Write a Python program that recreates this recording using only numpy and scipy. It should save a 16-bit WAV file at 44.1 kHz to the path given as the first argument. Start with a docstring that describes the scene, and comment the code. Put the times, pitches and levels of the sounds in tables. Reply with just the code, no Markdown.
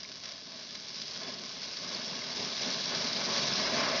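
"""A hand-held signal flare burns outdoors, at arm's length from the microphone.
From the start its gas jet hisses, squeaks and crackles over a faint rumble of open air.
Early on and up to 2.6 s, single grains snap, and sparks spurt and zip away.
From about 1.2 s the growing flame roars in surges, while the tiny bursts of the burning charge
crowd ever closer until they merge with the hiss. Ground, holder and trees reflect the sound."""
import sys
import numpy as np
from scipy import signal
from scipy.fft import rfft, irfft, next_fast_len
from scipy.io import wavfile
from scipy.ndimage import uniform_filter1d, map_coordinates

SR = 44100
rng = np.random.default_rng(int(sys.argv[2]) if len(sys.argv) > 2 else 0)


def generate_wav(signal):
    """Clip the signal to [-1, 1] and save it as 16-bit WAV at the path in sys.argv[1]."""
    frames = np.transpose(np.atleast_2d(signal))
    scaled = np.clip(frames, -1, 1) * 32767
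    pcm = np.round(scaled).astype(np.int16)
    wavfile.write(sys.argv[1], SR, pcm)


N = 176400  # 4 s


def amp(db):
    """Decibels to gain."""
    return 10 ** (np.asarray(db) / 20)


def unit(x):
    """Scale to rms 1."""
    return x / np.sqrt(np.mean(x ** 2) + 1e-20)


def seconds():
    """The time of each sample."""
    return np.arange(N) / SR


def curve(rows):
    """(time [s], value) points joined by straight lines."""
    return np.interp(seconds(), *np.transpose(rows))


def wobble(knots_per_s):
    """A smooth random curve."""
    return map_coordinates(rng.standard_normal(4096), [seconds() * knots_per_s], mode="wrap")


def filtered(x, response):
    """x through a response given as a function of frequency."""
    size = next_fast_len(N + 8192)
    return irfft(rfft(x, size) * response(np.fft.rfftfreq(size, 1 / SR)), size)[:N]


def coloured(x, spectrum):
    """x through a spectrum of (frequency [Hz], gain [dB]) points."""
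    hz, db = np.transpose(spectrum)
    return filtered(x, lambda f: amp(np.interp(np.log(f + 1), np.log(hz), db)))


def rush(spectrum, patchy_db):
    """Turbulent noise of rms 1, with patches of random gain in frequency and time."""
    cells = signal.stft(rng.standard_normal(N), nperseg=512)[2]
    patches = uniform_filter1d(rng.standard_normal(cells.shape), size=5, axis=0)
    patches = uniform_filter1d(patches, size=8, axis=1)
    noise = signal.istft(cells * amp(patchy_db * unit(patches)), nperseg=512)[1][:N]
    return unit(coloured(noise, spectrum))


# the open air around the microphone (frequency [Hz], relative level [dB])
AIR_SPECTRUM = [(20, -18.5), (45, -4.5), (80, -4), (200, 4), (500, -8.5), (2000, -34)]
def open_air(level_db=-64.5):
    """The air of the clearing rumbles faintly and steadily."""
    return amp(level_db) * rush(AIR_SPECTRUM, patchy_db=0.5)


# the gas hiss at arm's length (frequency [Hz], relative level [dB])
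HISS_SPECTRUM = [(100, -29), (700, -14.5), (1500, -14.5), (2200, -6.5), (2900, -5.5), (3500, 0),
                 (4300, 1.5), (5000, -1.5), (5500, -4.5), (6100, -3), (7000, -19)]
def hiss(start_db=-5.5, db_per_s=0.6):
    """Turbulent gas streams out of the flare."""
    return amp(start_db + db_per_s * seconds()) * rush(HISS_SPECTRUM, patchy_db=1.5)


# one burst of the charge, heard close up (frequency [Hz], relative level [dB])
BURST_SPECTRUM = [(100, -33.5), (700, -27.5), (1500, -9.5), (2800, -7.5), (3600, -2.5), (4400, -0.5),
                  (4900, 3.5), (5500, 1.5), (6100, -5), (7000, -14)]
def bursts(per_s, spread_db=10.5, limit_sigmas=1.66):
    """Pressure kicks of widely varying size at random moments; rms 1, equally strong at any rate."""
    chance = np.clip(per_s / SR, 1e-4, 1)
    fired = rng.random(N) < chance
    sizes = amp(spread_db * np.minimum(rng.standard_normal(N), limit_sigmas))
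    kicks = fired * sizes * rng.choice([-1, 1], N) / np.sqrt(chance)
    return unit(coloured(kicks, BURST_SPECTRUM))


def crackle(start_per_s=1500, doubling_s=1.5, start_db=-1.5, db_per_s=-0.64):
    """Tiny bursts of the charge come ever denser as the burn spreads."""
    t = seconds()
    gain_db = start_db + db_per_s * t + 1.6 * wobble(220)
    return amp(gain_db) * bursts(start_per_s * 2 ** (t / doubling_s))


def squeaks(per_s=380, centre_hz=4998, decay_s=0.0018, spread_db=2.5, gain_db=-9):
    """Gas squeaks out of tiny pores in the charge: whistles of a few milliseconds, each at its own pitch."""
    gap, pitch, life, size = rng.standard_normal((2400, 4)).T[:, :, None]
    start_s = np.cumsum(np.abs(gap), axis=0) * np.sqrt(np.pi / 2) / per_s
    t = np.arange(SR // 50) / SR
    age = t / (decay_s * np.exp(0.48 * life))
    hz = centre_hz * np.exp(0.08 * pitch)
    whistles = amp(spread_db * size) * age * np.exp(-age) * np.sin(2 * np.pi * hz * t)
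    samples = (start_s * SR).astype(int) + np.arange(len(t))
    return amp(gain_db) * unit(np.bincount(samples.ravel(), whistles.ravel(), N)[:N])


# strength of the jet, an arm's length from the microphone (time [s], level [dB])
JET_STRENGTH = [(0, -45.5), (0.2, -47), (0.25, -44), (0.43, -47.5), (0.6, -45.5), (0.83, -45.5),
                (0.98, -42.5), (1.45, -42.5), (1.9, -39.5), (2.2, -39.5), (2.45, -36.5), (2.62, -35.5),
                (2.8, -36.5), (3.14, -33), (3.3, -36), (3.34, -31.5), (3.52, -34), (3.6, -32), (3.7, -36),
                (3.75, -33), (3.82, -34), (4.0, -35)]
def jet():
    """Hiss, crackle and squeaks share the gas jet's rising, fluttering strength."""
    strength_db = curve(JET_STRENGTH) + 0.61 * wobble(15) + 0.8 * wobble(70)
    return amp(strength_db) * (hiss() + crackle() + squeaks())


# surges of the flame's roar and of its plume, at the same distance (time [s], level [dB])
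ROAR_SURGES = [(0, -59.5), (0.4, -59.5), (0.62, -56.5), (1.1, -56), (1.25, -47), (1.42, -54.5),
               (1.8, -53.5), (1.86, -49.5), (2.32, -48), (2.42, -42.5), (2.55, -49.5), (2.68, -42.5),
               (2.85, -48.5), (2.92, -40.5), (3.12, -43.5), (3.35, -39.5), (3.55, -41.5), (3.82, -38),
               (4.0, -42)]
PLUME_SURGES = [(0, -57), (0.2, -61.5), (0.25, -51.5), (0.42, -61), (0.6, -54.7), (0.85, -60.5),
                (1.15, -55), (1.25, -46), (1.38, -53.5), (1.8, -55), (1.86, -46), (2.3, -49), (2.42, -49),
                (2.7, -42.5), (2.85, -50), (2.92, -39.5), (3.1, -43.5), (3.38, -38.5), (3.55, -40.5),
                (3.84, -34), (4.0, -36.5)]
# the low roar and the brighter plume (frequency [Hz], relative level [dB])
ROAR_SPECTRUM = [(25, -42.5), (50, -28), (95, -17.5), (135, -4.5), (190, 0.5), (260, 3.5), (325, -3.5),
                 (400, -4), (480, -10.5), (600, -8), (900, -8), (3000, -34)]
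PLUME_SPECTRUM = [(200, -18.5), (330, -16), (400, -4), (470, -15), (540, 0.5), (700, 1.5), (880, -7.5),
                  (1050, -2), (1700, -3.5), (2200, -4), (3000, -10), (6000, -23.5)]
def flame(roar_gain_db=-0.5, plume_gain_db=-1.5):
    """The flame's low roar and the plume's brighter rush swell in surges and flutter together."""
    roar = amp(roar_gain_db + curve(ROAR_SURGES)) * rush(ROAR_SPECTRUM, patchy_db=1.04)
    plume = amp(plume_gain_db + curve(PLUME_SURGES)) * rush(PLUME_SPECTRUM, patchy_db=1.14)
    flutter = amp(1.1 * wobble(55))
    return flutter * (roar + plume)


# grains snapping close to the microphone (time [s], relative level [dB])
GRAIN_SNAPS = [(0.0338, -29), (0.0907, -29), (0.1196, -31), (0.157, -29), (0.2374, -25), (0.2583, -26),
               (0.2954, -30), (0.6918, -30), (0.7088, -25), (1.0181, -20), (1.1124, -25), (1.1638, -25),
               (1.3962, -27), (1.4376, -24), (1.4935, -25), (1.735, -25), (2.1919, -23), (2.4494, -21),
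               (2.6214, -19)]
def snaps(gain_db=9):
    """Single large grains burst with one sharp kick each."""
    kicks = np.zeros(N)
    for time_s, db in GRAIN_SNAPS:
        kicks[round(time_s * SR)] = amp(db + gain_db)
    return 2 * coloured(kicks, BURST_SPECTRUM)


# spurts of sparks at the flare (time [s], length [s], level [dB])
SPARK_SPURTS = [(.035, .004, -43), (.259, .008, -42), (1.02, .02, -43), (2.452, .02, -39),
                (2.622, .015, -37)]
def spurts():
    """Brief showers of sparks swell and die."""
    t = seconds()
    swell = sum(amp(db) * np.exp(-2 * ((t - time_s) / length_s) ** 2)
                for time_s, length_s, db in SPARK_SPURTS)
    return swell * bursts(per_s=6000)


# sparks flying off into the open (time [s], length [s], pitch [Hz], level [dB])
SPARK_ZIPS = [(.0505, 0.0014, 2250, -37), (2.221, 0.0078, 2110, -41)]
def zips(fall_hz_per_s=20000):
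    """Each flying spark whistles for a few milliseconds, falling in pitch."""
    whistles = np.zeros(N)
    for time_s, length_s, hz, db in SPARK_ZIPS:
        t = seconds() - time_s
        swell = amp(db) * np.exp(-2 * (t / length_s) ** 2)
        whistles += swell * np.sin(2 * np.pi * (hz - fall_hz_per_s * t / 2) * t)
    return whistles


# reflections reaching the microphone from ground and holder (delay [ms], gain [ratio])
NEAR_ECHOES = [(1.79, .26), (1.98, .12), (4.68, .19)]
def outdoors(x, dull_above_hz=6000, trees_db=-22, trees_t60_s=0.4):
    """Close reflections, duller than the direct sound, comb it; the trees return a weak diffuse tail."""
    def comb(f):
        echoes = sum(gain * np.exp(-2j * np.pi * f * ms / 1000) for ms, gain in NEAR_ECHOES)
        return 1 + echoes / (1 + (f / dull_above_hz) ** 4)

    t = np.arange(SR // 2) / SR
    tail = rng.standard_normal(len(t)) * amp(-60 * t / trees_t60_s) * (t > 0.008)
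    trees = signal.fftconvolve(x, tail / np.linalg.norm(tail))[:N]
    return filtered(x, comb) + amp(trees_db) * trees


def scene():
    """The flare in its clearing, in mono from arm's length."""
    air = open_air()
    flare = jet() + flame() + snaps() + spurts() + zips()
    return (air + outdoors(flare))[None]


# pass band of the recorder behind the microphone (frequency [Hz], gain [dB])
RECORDER_BAND = [(20, -12.5), (50, 0), (100, 2.5), (6000, 0), (6500, -3.5), (7000, -5.5), (7400, -20.5),
                 (7800, -47), (8200, -88)]
# its leak above that band (frequency [Hz], gain [dB])
MIRROR_LEAK = [(8000, -91.5), (9500, -53), (11000, -59.5), (12000, -52), (13000, -40.5), (14200, -53)]
def record(dry, mirror_hz=16000, top_hz=14430):
    """A narrow-band camera recorder leaks a faint mirror image of the sound above its pass band."""
    passed = coloured(dry[0], RECORDER_BAND)
    mirrored = 2 * passed * np.cos(2 * np.pi * mirror_hz * seconds())
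    leak = coloured(mirrored, MIRROR_LEAK)
    return filtered(passed + leak, lambda hz: hz < top_hz)[None]


dry = scene()
out = record(dry)
generate_wav(out)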